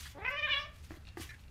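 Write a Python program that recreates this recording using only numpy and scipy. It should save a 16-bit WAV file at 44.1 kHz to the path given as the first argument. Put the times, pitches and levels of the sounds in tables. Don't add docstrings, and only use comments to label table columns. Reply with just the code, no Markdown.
import sys
import numpy as np
from scipy import signal
from scipy.io import wavfile
from scipy.ndimage import uniform_filter1d

SR = 44100
rng = np.random.default_rng(int(sys.argv[2]) if len(sys.argv) > 2 else 0)


def file_out(sig):
    cols = np.atleast_2d(sig).T
    lim = np.clip(cols, -1, 1)
    pcm = np.round(lim * 32767).astype(np.int16)
    wavfile.write(sys.argv[1], SR, pcm)


def ratio(d):
    e = np.asarray(d, float) / 20
    return 10 ** e


N = 66150

# f/Hz, level/dB per Hz
STREET_SPECTRUM = [(120, -27), (200, -5), (1140, -13.5), (1480, -12), (2130, -14), (2470, -17), (3490, -19),
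                   (5330, -21), (16000, -33)]
# f/Hz, level/dB per Hz
RUMBLE_SPECTRUM = [(12, -38), (20, 0.5), (43, -5), (70, 6), (100, 0), (150, -10.5), (178, -8), (240, -37.5),
                   (310, -77), (530, -120)]
# f/Hz, level/dB
RAILING_TONES = [(1782, 0), (2143, -3), (2422, -5), (3601, -17), (4000, -13), (5254, -24), (5701, -25)]
# t/s, length/s, level/dB, tuning/ratio, tilt/dB per octave
RUBS = [
    (.054, 0.017, -50.5, 0.8, 6),
    (1.29, 0.017, -52, 0.99, 5),
    (1.308, .005, -60, 0.8, 8),
    (1.315, 0.0079, -53, 0.98, -17),
    (1.324, 0.015, -54.5, 1, -29),
    (1.34, 0.011, -58, 0.93, -1),
    (1.362, .004, -62, 1, -18),
]
# t/s, peak level/dB
CLAW_TICKS = [
    (.84, -54),
    (1.052, -51),
    (1.07, -42),
    (1.0875, -43),
    (1.345, -52),
    (1.394, -53),
    (1.438, -53),
    (1.481, -55),
]
# f/Hz, level/dB, time to fall 60 dB/s
CLAW_MODES = [(2500, -1.5, 0.011), (2755, -7.5, 0.032), (3690, 1, 0.0071), (4200, -6, 0.009),
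              (4320, -6, 0.012), (5450, -7, 0.0041), (6930, -23, 0.0027), (8860, -15, 0.0047)]
# t/s, rise/s, fall/s, level/dB
RATTLES = [
    (1.058, 0.0022, 0.018, -71),
    (1.09, 0.016, 0.0074, -61),
]
# t/s, rise/s, fall/s, level/dB
FUR_SWISHES = [
    (.295, 0.018, 0.012, -63.5),
    (.48, 0.034, 0.042, -73.5),
    (.54, 0.027, 0.017, -69.5),
]
# t/s, rise/s, fall/s, level/dB
SCUFF_SWELLS = [(.02, 0.25, 0.041, -50), (.1, 0.027, 0.019, -54.5), (.31, 0.0061, 0.0052, -59),
                (.6, 0.045, 0.018, -66), (.77, 0.025, 0.037, -66), (.845, 0.011, 0.021, -62.5),
                (.91, 0.013, 0.012, -62), (.955, 0.024, 0.014, -63), (1.18, 0.0067, 0.088, -56),
                (1.225, 0.014, 0.02, -47.5), (1.3, 0.005, 0.013, -62), (1.41, 0.011, 0.011, -65)]
# f/Hz, level/dB per Hz
SCUFF_SPECTRUM = [(180, -43), (300, -11), (447, -37), (1100, -15), (1480, -15.5), (1720, -11.5),
                  (3580, -10.5), (9550, -18), (16000, -24)]
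# t/s, peak level/dB, tuning/ratio, tilt/dB per octave
SOLE_KNOCKS = [
    (.906, -44, .9, 2),
    (.917, -52, 1.0, 3),
    (.94, -58, 1.05, 4),
    (.97, -54, .88, -8),
    (1.171, -38, 1.03, 1),
    (1.198, -40, .9, -18),
    (1.206, -44, .88, -18),
    (.51, -53, .9, -6),
]
# f/Hz, level/dB, time to fall 60 dB/s
SOLE_MODES = [(335.8, 5.5, 0.055), (500, -27, 0.036), (685, -5, 0.036), (855, -1.5, 0.017),
              (1153, -5.5, 0.028), (1495, -3.5, 0.019), (1665, -1, 0.01), (1945, -2.5, 0.019),
              (2600, -3, 0.0085), (4540, -13, 0.0067)]
# t/s, pitch f/Hz, level/dB, roughness/0 to 1
CREAK_PART = [
    (0.14, 286, -60, .6),
    (.16, 284, -51, .5),
    (0.184, 290, -45, 0.5),
    (0.192, 400, -46, .3),
    (0.208, 380, -47, 0.25),
    (.224, 425, -43, .3),
    (0.238, 432, -43, 0.3),
]
CHIRP_PART = [
    (.244, 445, -46, .4),
    (.2475, 460, -34, .5),
    (.251, 475, -30, .5),
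    (.255, 498, -35, .3),
    (.264, 507, -27, .2),
    (.274, 512, -38, .2),
    (.28, 513, -27, .12),
    (.293, 515, -30, .15),
    (.299, 525, -43, .5),
]
WAVER_PART = [
    (0.309, 555, -41.5, 0.25),
    (0.317, 574, -41, 0.088),
    (0.356, 573.8, -38, .08),
    (0.376, 609.3, -35.5, 0.055),
    (.396, 612, -30.5, 0.067),
    (0.412, 575.3, -47.5, 0.18),
    (0.432, 599.4, -28.5, 0.071),
    (0.449, 606.9, -29.5, .05),
    (0.468, 591.3, -32.5, 0.17),
]
DRAWL_PART = [(0.479, 508, -35.5, 0.095), (0.491, 565, -32, 0.092), (0.502, 603.5, -29, 0.11),
              (0.521, 588.5, -25.5, 0.098), (0.539, 548.6, -27, 0.074), (0.552, 560.8, -31, 0.114),
              (0.564, 564, -31.5, 0.25), (0.584, 568.8, -35, 0.16), (0.6, 597.7, -40, 0.3),
              (0.644, 589, -47, 0.12), (0.667, 650, -58.5, 1)]
# t/s, first resonance f/Hz, second resonance f/Hz, brightness level/dB
MOUTH_SHAPE = [(.14, 540, 1750, -28), (.19, 645, 1790, -11.5), (.23, 835, 2080, -1), (.26, 1070, 2330, 8.5),
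               (.287, 1220, 2090, 13), (.31, 1160, 2360, 4), (.345, 1400, 2840, -8), (.385, 1460, 2500, 13),
               (.45, 1710, 2500, 5), (.465, 1740, 2600, -11.5), (.485, 1400, 2200, -12),
               (.515, 1810, 2660, 21), (.54, 1240, 2460, 6), (.575, 1500, 2500, -1.5),
               (.61, 1370, 2600, -5), (.66, 1270, 2400, 3)]
# t/s, third resonance level/dB, fourth resonance level/dB, hum through the nose level/dB
THROAT_SHAPE = [(.2, -11, -51, -71), (.29, -52, -36.5, -58), (.33, -11, -17, -47), (.375, -35, -30.5, -52),
                (.41, -8, -24, -47), (.44, -23, -39, -48), (.465, 1.5, -43, -50), (.488, 0, -24.5, -66),
                (.505, -10.5, -32.5, -48.5), (.54, 0, -32.5, -58.5), (.57, 0.5, -27, -58),
                (.595, -4.5, -12, -53.5), (.63, -6, -5.5, -51.5), (.66, -2.5, -17, -59)]


def in_time(rows):
    times, *columns = np.transpose(rows)
    return [np.interp(np.arange(N) / SR, times, column) for column in columns]


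def rms_one(x):
    return x / np.sqrt(np.mean(x ** 2) + 1e-20)


def filtered(x, order, cutoff_hz, kind):
    return signal.sosfilt(signal.butter(order, cutoff_hz, kind, fs=SR, output="sos"), x)


def drift(rate_hz):
    r = np.exp(-2 * np.pi * rate_hz / SR)
    wander = signal.lfilter([1], [1, -2 * r, r * r], rng.standard_normal(N + SR))
    return rms_one(wander[SR:])


def coloured(spectrum, patchy_db):
    hz, db = np.transpose(spectrum)
    white = rng.standard_normal((2, N + SR))
    edges = 20 * 2 ** np.arange(0, 10.1, .5)
    out = 0
    for k, (low, high) in enumerate(zip(edges, edges[1:])):
        level_db = np.interp(np.log(low * high) / 2, np.log(hz), db, left=-90)
        band = filtered(white[k % 2], 2, [low, high], "band")[SR:]
        out = out + ratio(level_db + patchy_db * drift(38)) * band
    return rms_one(out)


def swells(rows):
    t = np.arange(N) / SR
    power = 0
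    for start, rise, fall, db in rows:
        side = np.where(t < start, rise, fall)
        power = power + ratio(2 * db) * np.exp(-((t - start) / side) ** 2)
    return np.sqrt(power)


def struck(hits, modes, spread_db, contact_s):
    out = np.zeros(N + SR)
    t = np.arange(SR // 2) / SR
    chance = rng.standard_normal((len(hits), len(modes)))
    for (start, db, tuning, tilt_db), lucks in zip(hits, chance):
        first = int(start * SR)
        for (hz, mode_db, t60), luck in zip(modes, lucks):
            level_db = db + mode_db - 0.5 + spread_db * luck + tilt_db * np.log2(hz / modes[0][0])
            fade = ratio(level_db - 60 * t / t60) * (1 - np.exp(-t / contact_s))
            out[first:first + len(t)] += np.sin(2 * np.pi * hz * tuning * t + luck) * fade
    return out[:N]


def peak(hz, centre_hz, width_hz):
    return 1 / (1 + (2 * (hz - centre_hz) / width_hz) ** 4) + .002


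def street():
    hiss = ratio(-66.5) * coloured(STREET_SPECTRUM, patchy_db=1.0)
    rumble = filtered(coloured(RUMBLE_SPECTRUM, patchy_db=-1.0), 4, 260, "low")
    return hiss + ratio(-52) * rumble


def balcony(x):
    bass_escape_hz, wall_cut_hz = 430, 2580
    low_t60_s, treble_t60_s = 0.34, 0.16
    t = np.arange(SR) / SR
    noise = rng.standard_normal((2, SR))
    low = filtered(noise[0], 2, [bass_escape_hz, wall_cut_hz], "band") * ratio(-60 * t / low_t60_s)
    high = filtered(noise[1], 2, wall_cut_hz, "high") * ratio(-60 * t / treble_t60_s)
    echoes = (low + high) * (t > .004)
    strength = np.sqrt(np.sum(low ** 2) * SR / 2 / wall_cut_hz)
    return signal.fftconvolve(x, echoes)[:N] * ratio(-2.5) / strength


def railing():
    rise_s, fall_s, roughness = .0006, .004, .6
    t = np.arange(N) / SR
    out = 0
    for hz, mode_db in RAILING_TONES:
        rasp = 1 + roughness * drift(140)
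        for start, length, db, tuning, tilt_db in RUBS:
            rise = np.clip((t - start) / rise_s, 0, 1)
            fall = np.exp(-np.maximum(t - start - length, 0) / fall_s)
            level_db = db + mode_db + tilt_db * np.log2(hz / RAILING_TONES[0][0])
            out = out + ratio(level_db) * rise * fall * rasp * np.sin(2 * np.pi * hz * tuning * t)
    return out


def small_things():
    grains = rng.standard_normal(N) * ratio(4.0 * drift(150))
    rattle = filtered(grains, 2, [1400, 4300], "band")
    swish = filtered(rng.standard_normal(N), 4, 13000, "high")
    hits = [(start, db, 1, 0) for start, db in CLAW_TICKS]
    ticks = struck(hits, CLAW_MODES, spread_db=1.5, contact_s=.0004)
    return ticks + swells(RATTLES) * rms_one(rattle) + swells(FUR_SWISHES) * rms_one(swish)


def slipper():
    grain = ratio(2.0 * drift(63))
    scuffs = swells(SCUFF_SWELLS) * grain * coloured(SCUFF_SPECTRUM, patchy_db=2.0)
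    return scuffs + struck(SOLE_KNOCKS, SOLE_MODES, spread_db=2.0, contact_s=.0007)


def cat():
    jitter, shimmer_db, breath_db = .026, 1.4, -3
    half_pitch_share, release_s = .7, 0.021
    rows = CREAK_PART + CHIRP_PART + WAVER_PART + DRAWL_PART
    pitch, level_db, rough = in_time(rows)
    first, second, bright_db = in_time(MOUTH_SHAPE)
    third_db, fourth_db, hum_db = in_time(THROAT_SHAPE)
    rough = np.clip(rough, 0, 1)
    t = np.arange(N) / SR
    shaky_pitch = uniform_filter1d(pitch, size=200) * (1 + jitter * rough * drift(180))
    phase = 2 * np.pi * np.cumsum(shaky_pitch) / SR

    voice, power = 0, 0
    for k in range(1, 13):
        hz = k * pitch
        upper = peak(hz, second, 950)
        upper = upper + ratio(third_db) * peak(hz, 3500, 900)
        upper = upper + ratio(fourth_db) * peak(hz, 5100, 1500)
        gain = peak(hz, first, 900) + ratio(bright_db) * upper
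        breath = ratio(breath_db) * (rough + .006 * k * k) * drift(200)
        shimmer = ratio(shimmer_db * (0.22 + rough + 0.071 * k) * drift(34))
        voice = voice + gain * (shimmer + breath) * np.sin(k * phase + k * k * 0.39)
        power = power + gain ** 2 / 2

    pulses = 1 + half_pitch_share * rough * np.cos(phase / 2)
    voice = voice * pulses / np.sqrt(power) * ratio(level_db - 4)
    hum = ratio(hum_db + 2.0 * drift(45)) * (1 + 0.083 * drift(320)) * np.sin(phase + 0.21)
    fade_in = np.clip((t - rows[0][0]) / 0.01, 0, 1)
    fade_out = np.exp(-np.maximum(t - rows[-1][0], 0) / release_s)
    return (voice + hum) * fade_in * fade_out


def scene():
    near = cat() + slipper() + small_things()
    return (near + balcony(near) + street() + railing())[None]


def band_limit(x):
    return signal.sosfilt(signal.butter(12, 16310, fs=SR, output="sos"), x)


def record(dry):
    top_cut = signal.cheby2(12, 60, 16450, fs=SR, output="sos")
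    mix = signal.sosfilt(top_cut, dry)
    return band_limit(mix)


dry = scene()
out = record(dry)
file_out(out)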